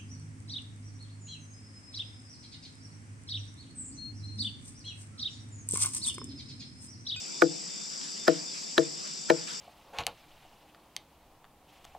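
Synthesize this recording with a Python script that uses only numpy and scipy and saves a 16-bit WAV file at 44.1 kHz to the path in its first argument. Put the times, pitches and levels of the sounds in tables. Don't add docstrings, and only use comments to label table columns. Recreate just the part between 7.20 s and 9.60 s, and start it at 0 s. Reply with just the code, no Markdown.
import sys
import numpy as np
from scipy import signal
from scipy.fft import rfft, irfft
from scipy.io import wavfile

SR = 44100
rng = np.random.default_rng(int(sys.argv[2]) if len(sys.argv) > 2 else 0)


def transcribe(signal):
    frames = np.atleast_2d(signal).T
    limited = np.clip(frames, -1, 1)
    pcm = np.round(limited * 32767).astype(np.int16)
    wavfile.write(sys.argv[1], SR, pcm)


N = 105840

# bark crack t/s, full weight lands t/s
BLOW_TIMES = [(.2192, .2230), (1.0788, 1.0828), (1.5789, 1.5830), (2.0997, 2.1038)]
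# log level/dB, scuff level at 1 kHz/dB, crack length/s
BLOWS = [(-11.5, -50, 0.0041), (-17.5, -38, 0.0045), (-10.5, -45, 0.0036), (-15.5, -41, 0.0054)]


def amp(db):
    return 10 ** (np.asarray(db) / 20)


def rms_one(x):
    return x / np.sqrt(np.mean(x ** 2) + 1e-20)


def at_hz(points, hz):
    table = np.array(points)
    return np.interp(np.log(hz + 1), np.log(table[:, 0] + 1), table[:, 1])


def drift(rate_hz):
    step = 40
    r = np.exp(-2 * np.pi * rate_hz * step / SR)
    white = rng.standard_normal(N // step + 2002)
    slow = signal.lfilter([1], [1, -2 * r, r * r], white)[2000:]
    return np.interp(np.arange(N) / step, np.arange(len(slow)), rms_one(slow - slow.mean()))


def ring(clicks, hz, t60):
    r = amp(-60 / (t60 * SR))
    w = 2 * np.pi * hz / SR
    return signal.lfilter([0, np.sin(w)], [1, -2 * r * np.cos(w), r * r], clicks + 1e-18)


def banded(spectrum, white, patchy_db):
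    # f/Hz, left-right correlation [-1 to 1]
    likeness = [(60, 0.51), (92, -0.98), (140, -0.012), (210, -0.28), (330, -0.43), (500, -0.79),
                (770, -0.81), (1170, -0.75), (1790, 0.39), (2740, 0.4), (4190, 0.85), (6410, 0.38),
                (9810, -0.49), (15000, 0.33)]
    edges = 25 * 2 ** np.arange(0, 9.4, 1 / 4)
    out = 0
    for k, (low, high) in enumerate(zip(edges, edges[1:])):
        band = signal.butter(2, [low, high], "band", fs=SR, output="sos")
        mid, side = signal.sosfilt(band, white[k % 2])
        hz = np.sqrt(low * high)
        alike = at_hz(likeness, hz)
        gain = amp(at_hz(spectrum, hz) + patchy_db * drift(8.2))
        out = out + gain * (np.sqrt(1 + alike) * mid + np.sqrt(1 - alike) * side * [[1], [-1]])
    return rms_one(out)


def forest():
    # f/Hz, relative level per Hz/dB
    spectrum = [(25, -17), (50, -11.5), (95, -42), (125, -22.5), (160, 7), (250, 1.5), (500, -2),
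                (1000, -4), (1800, -14), (2600, -6.5), (3300, -10), (4200, -7.5), (6400, -5), (8200, -20.5),
                (8900, -39), (12000, -26.5), (14000, -34), (15500, -60)]
    level_db = -45.5
    return amp(level_db) * banded(spectrum, rng.standard_normal((2, 2, N)), patchy_db=2.0)


def cicadas():
    # f/Hz, width/Hz, level/dB, throb depth [0-1], hiss share [0-1],
    # left minus right/dB
    voices = [(4817, 442, -45.5, 0, 0.4, -0.5), (5320, 710, -45.5, 0, 0.54, 2),
              (5800, 670, -53, 0.36, 0.44, 10), (7070, 790, -52.5, 0.16, 0.59, 14),
              (7570, 714, -46.5, 0.3, 0.68, 2.5)]
    # throbs per second [1/s], clicks per throb, timing wobble [throbs]
    rhythms = [(52, 5, .25), (47, 7, .4), (55, 7, .4), (50.1, 8, .03), (50.1, 8, .03)]
    out = 0
    for (hz, width_hz, db, depth, share, pan_db), (rate, count, wobble) in zip(voices, rhythms):
        turns = rate * np.arange(N) / SR + wobble * drift(6)
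        throb = 1 + depth * np.cos(2 * np.pi * turns)
        click_now = np.diff(np.floor(count * turns), prepend=0) != 0
        clicks = click_now * (1 + .5 * rng.standard_normal(N))
        hiss = rms_one(rng.standard_normal((2, N)) + 0.49 * rng.standard_normal(N))
        mix = throb * ((1 - share) * rms_one(clicks) + share * hiss)
        wing = signal.butter(3, [hz - width_hz / 2, hz + width_hz / 2], "band", fs=SR, output="sos")
        buzz = rms_one(signal.sosfilt(wing, mix))
        level = amp(db + 0.37 * drift(3.2))
        out = out + level * buzz * amp([[pan_db / 2], [-pan_db / 2]])
    return out


def cricket():
    # start t/s, length/s, level/dB
    chirps = [(0, 0.052, -54.5), (0.133, 0.094, -54.5), (0.268, 0.049, -54), (0.353, .03, -55),
              (0.488, 0.066, -56), (0.568, 0.1, -55), (0.724, .04, -60), (.83, .04, -56),
              (.9, 0.032, -55.5), (.99, 0.065, -50), (1.14, 0.057, -59), (1.27, 0.04, -50),
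              (1.436, 0.076, -58.5), (1.62, 0.044, -53), (1.755, .05, -57), (1.867, .06, -56.5),
              (1.95, 0.15, -58), (2.21, 0.053, -55), (2.324, .07, -56.5)]
    whistle_hz, edge_s, between_chirps_db = 3564, 0.03, -70.5
    t = np.arange(N) / SR
    height = amp(between_chirps_db)
    for s, length, db in chirps:
        inside_s = np.minimum(t - s, s + length - t)
        height = height + amp(db) * np.clip(inside_s / edge_s + .5, 0, 1)
    waver = drift(15)
    return height * np.sqrt(2) * np.sin(2 * np.pi * whistle_hz * t + waver)


def leaves():
    # f/Hz, relative level per Hz/dB
    spectrum = [(150, -50), (600, -17), (1200, -8), (2000, -9), (3500, -10.5), (6000, -14), (9000, -23),
                (14000, -44)]
    # start t/s, length/s, level/dB, treble gain/dB
    rustles = [(-0.01, 0.088, -59, 9), (0.698, 0.098, -51.5, 2.5), (0.812, 0.0074, -41.5, 4),
               (0.824, 0.083, -53.5, 10), (0.964, .04, -55, 8), (1.08, 0.11, -43, -2.5),
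               (1.337, 0.098, -52, 7.5), (1.6, 0.075, -49, 2), (1.843, 0.1, -51, 4.5),
               (2.12, 0.19, -47, -5.5), (2.269, 0.082, -43, 2.5)]
    treble_hz = 2690
    t = np.arange(N) / SR
    grains = rng.standard_normal((2, 2, N)) * amp(3.4 * np.minimum(rng.exponential(1, N), 4))
    crackle = banded(spectrum, grains, patchy_db=4.0)
    low = signal.sosfiltfilt(signal.butter(2, treble_hz, fs=SR, output="sos"), crackle)
    treble = crackle - low
    out = 0
    for s, length, db, treble_db in rustles:
        rise = np.clip((t - s) / (0.096 * length), 0, 1)
        fade = np.exp(-np.clip((t - s) / length, 0, 9) ** 2)
        out = out + amp(db) * rise * fade * (low + amp(treble_db) * treble)
    return out


def bark():
    # f/Hz, t60/s, then crack level on each of the four blows/dB
    resonances = [(993, 0.0065, -38, -28, -24, -23.5), (1210, 0.015, -18, -30, -22, -51),
                  (1453, 0.019, -19.5, -29.5, -34, -39), (1774, 0.02, -23, -25, -23.5, -25),
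                  (2357, 0.0088, -29, -49, -26.5, -25), (3120, 0.0057, -42, -45, -25, -50),
                  (3896, 0.0069, -32.5, -34.5, -18.5, -30.5), (5000, 0.0057, -51, -27, -32, -39),
                  (6080, 0.0099, -40.5, -47, -37, -38.5), (9820, 0.0018, -45, -44, -43, -49),
                  (12050, 0.0015, -55, -50, -60, -65)]
    splinters_per_s = 4000
    scuff_s, debris_s = 0.0063, 0.013
    debris_db = -41
    tilt_db_per_octave = -3
    t = np.arange(N) / SR
    out = 0
    for hz, t60, *dbs in resonances:
        tilt_db = tilt_db_per_octave * np.log2(hz / 1000)
        shape = 0
        for (s, _), (_, scuff_db, length), db in zip(BLOW_TIMES, BLOWS, dbs):
            scuff = amp(scuff_db + tilt_db) * np.exp(np.minimum(t - s, 0) / scuff_s)
            crack = amp(db) * np.exp(-np.clip((t - s) / length, 0, 9) ** 2)
            crumbs = amp(debris_db + tilt_db) * np.exp(-np.abs(t - s) / debris_s)
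            shape = shape + np.where(t < s, scuff, crack + crumbs)
        splinters = (rng.random(N) < splinters_per_s / SR) * rng.choice([-1, 1], N)
        out = out + ring(shape * splinters, hz, t60)
    return out


def log_ring():
    # f/Hz, sign of the push, lag after the weight lands/ms
    modes = [(150, 1, 0), (167, -1, 0), (301, 1, .16), (334, -1, .26), (458, 1, .38), (495, 1, -.32),
             (641, 1, -.17), (700, 1, 0), (850, -1, 0), (1040, 1, 0), (540, 1, -.6)]
    # t60/s, then level on each of the four blows relative to the blow/dB
    mode_rings = [(0.41, -22.5, -19, -23, -21.5), (0.43, -22.5, -15.5, -30, -21.5),
                  (0.24, -12, -6.5, -18, -17.5), (0.18, -2, -0.5, -6, -3.5), (0.14, -10, -1.5, -6.5, -4.5),
                  (0.12, -3.5, 1.5, -8.5, 0), (.12, -16.5, -0.5, -10.5, -4.5), (0.049, -7, -2, -34, -21),
                  (0.046, -8, -5.5, -15.5, 0.5), (0.042, -40, -7.5, -13, -5.5), (0.025, -30, -2.5, -9, 5)]
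    contact_hz = 1500
    out = 0
    for (hz, sign, lag_ms), (t60, *dbs) in zip(modes, mode_rings):
        push = np.zeros(N)
        for (_, s), (db, *_), mode_db in zip(BLOW_TIMES, BLOWS, dbs):
            push[int((s + lag_ms / 1000) * SR)] = sign * amp(db + mode_db)
        out = out + ring(push, hz, t60)
    r = np.exp(-2 * np.pi * contact_hz / SR)
    return signal.lfilter([1 - r], [1, -r], out)


def ports(x):
    # f/Hz, left minus right/dB
    balance = [(60, 0.5), (110, -6.5), (200, 9), (380, 8.5), (700, 10.5), (1290, -11.5), (2380, 3.5),
               (4400, 2), (8120, 9), (15000, 7.5)]
    # f/Hz, left leads right by [radians]
    lead = [(100, 2), (170, 1), (300, 0), (480, -.4), (641, -1.2), (860, -2.2), (1200, -2.2), (1640, .9),
            (2760, -.4), (6000, .5), (12000, 1)]
    hz = np.arange(N // 2 + 1) * SR / N
    half = amp(at_hz(balance, hz) / 2) * np.exp(.5j * at_hz(lead, hz))
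    return irfft(rfft(x) * np.array([half, 1 / half]), N)


def scatter(x):
    echo_db, echo_t60_s, gap_s = -19, 0.55, .004
    t = np.arange(SR // 3) / SR
    tail = rng.standard_normal((2, len(t))) * amp(-60 * t / echo_t60_s) * (t > gap_s)
    tail = tail / np.sqrt(np.sum(tail[0] ** 2))
    return amp(echo_db) * signal.fftconvolve(x[None], tail, axes=1)[:, :N]


def scene():
    bass_cut = signal.butter(4, 135, "high", fs=SR, output="sos")
    log, crack = signal.sosfilt(bass_cut, [log_ring(), bark()])
    blows = ports(log + crack) + scatter(log)
    return forest() + cicadas() + cricket() + leaves() + blows


def record(dry):
    return signal.sosfilt(signal.cheby2(12, 70, 15900, fs=SR, output="sos"), dry)


dry = scene()
out = record(dry)
transcribe(out)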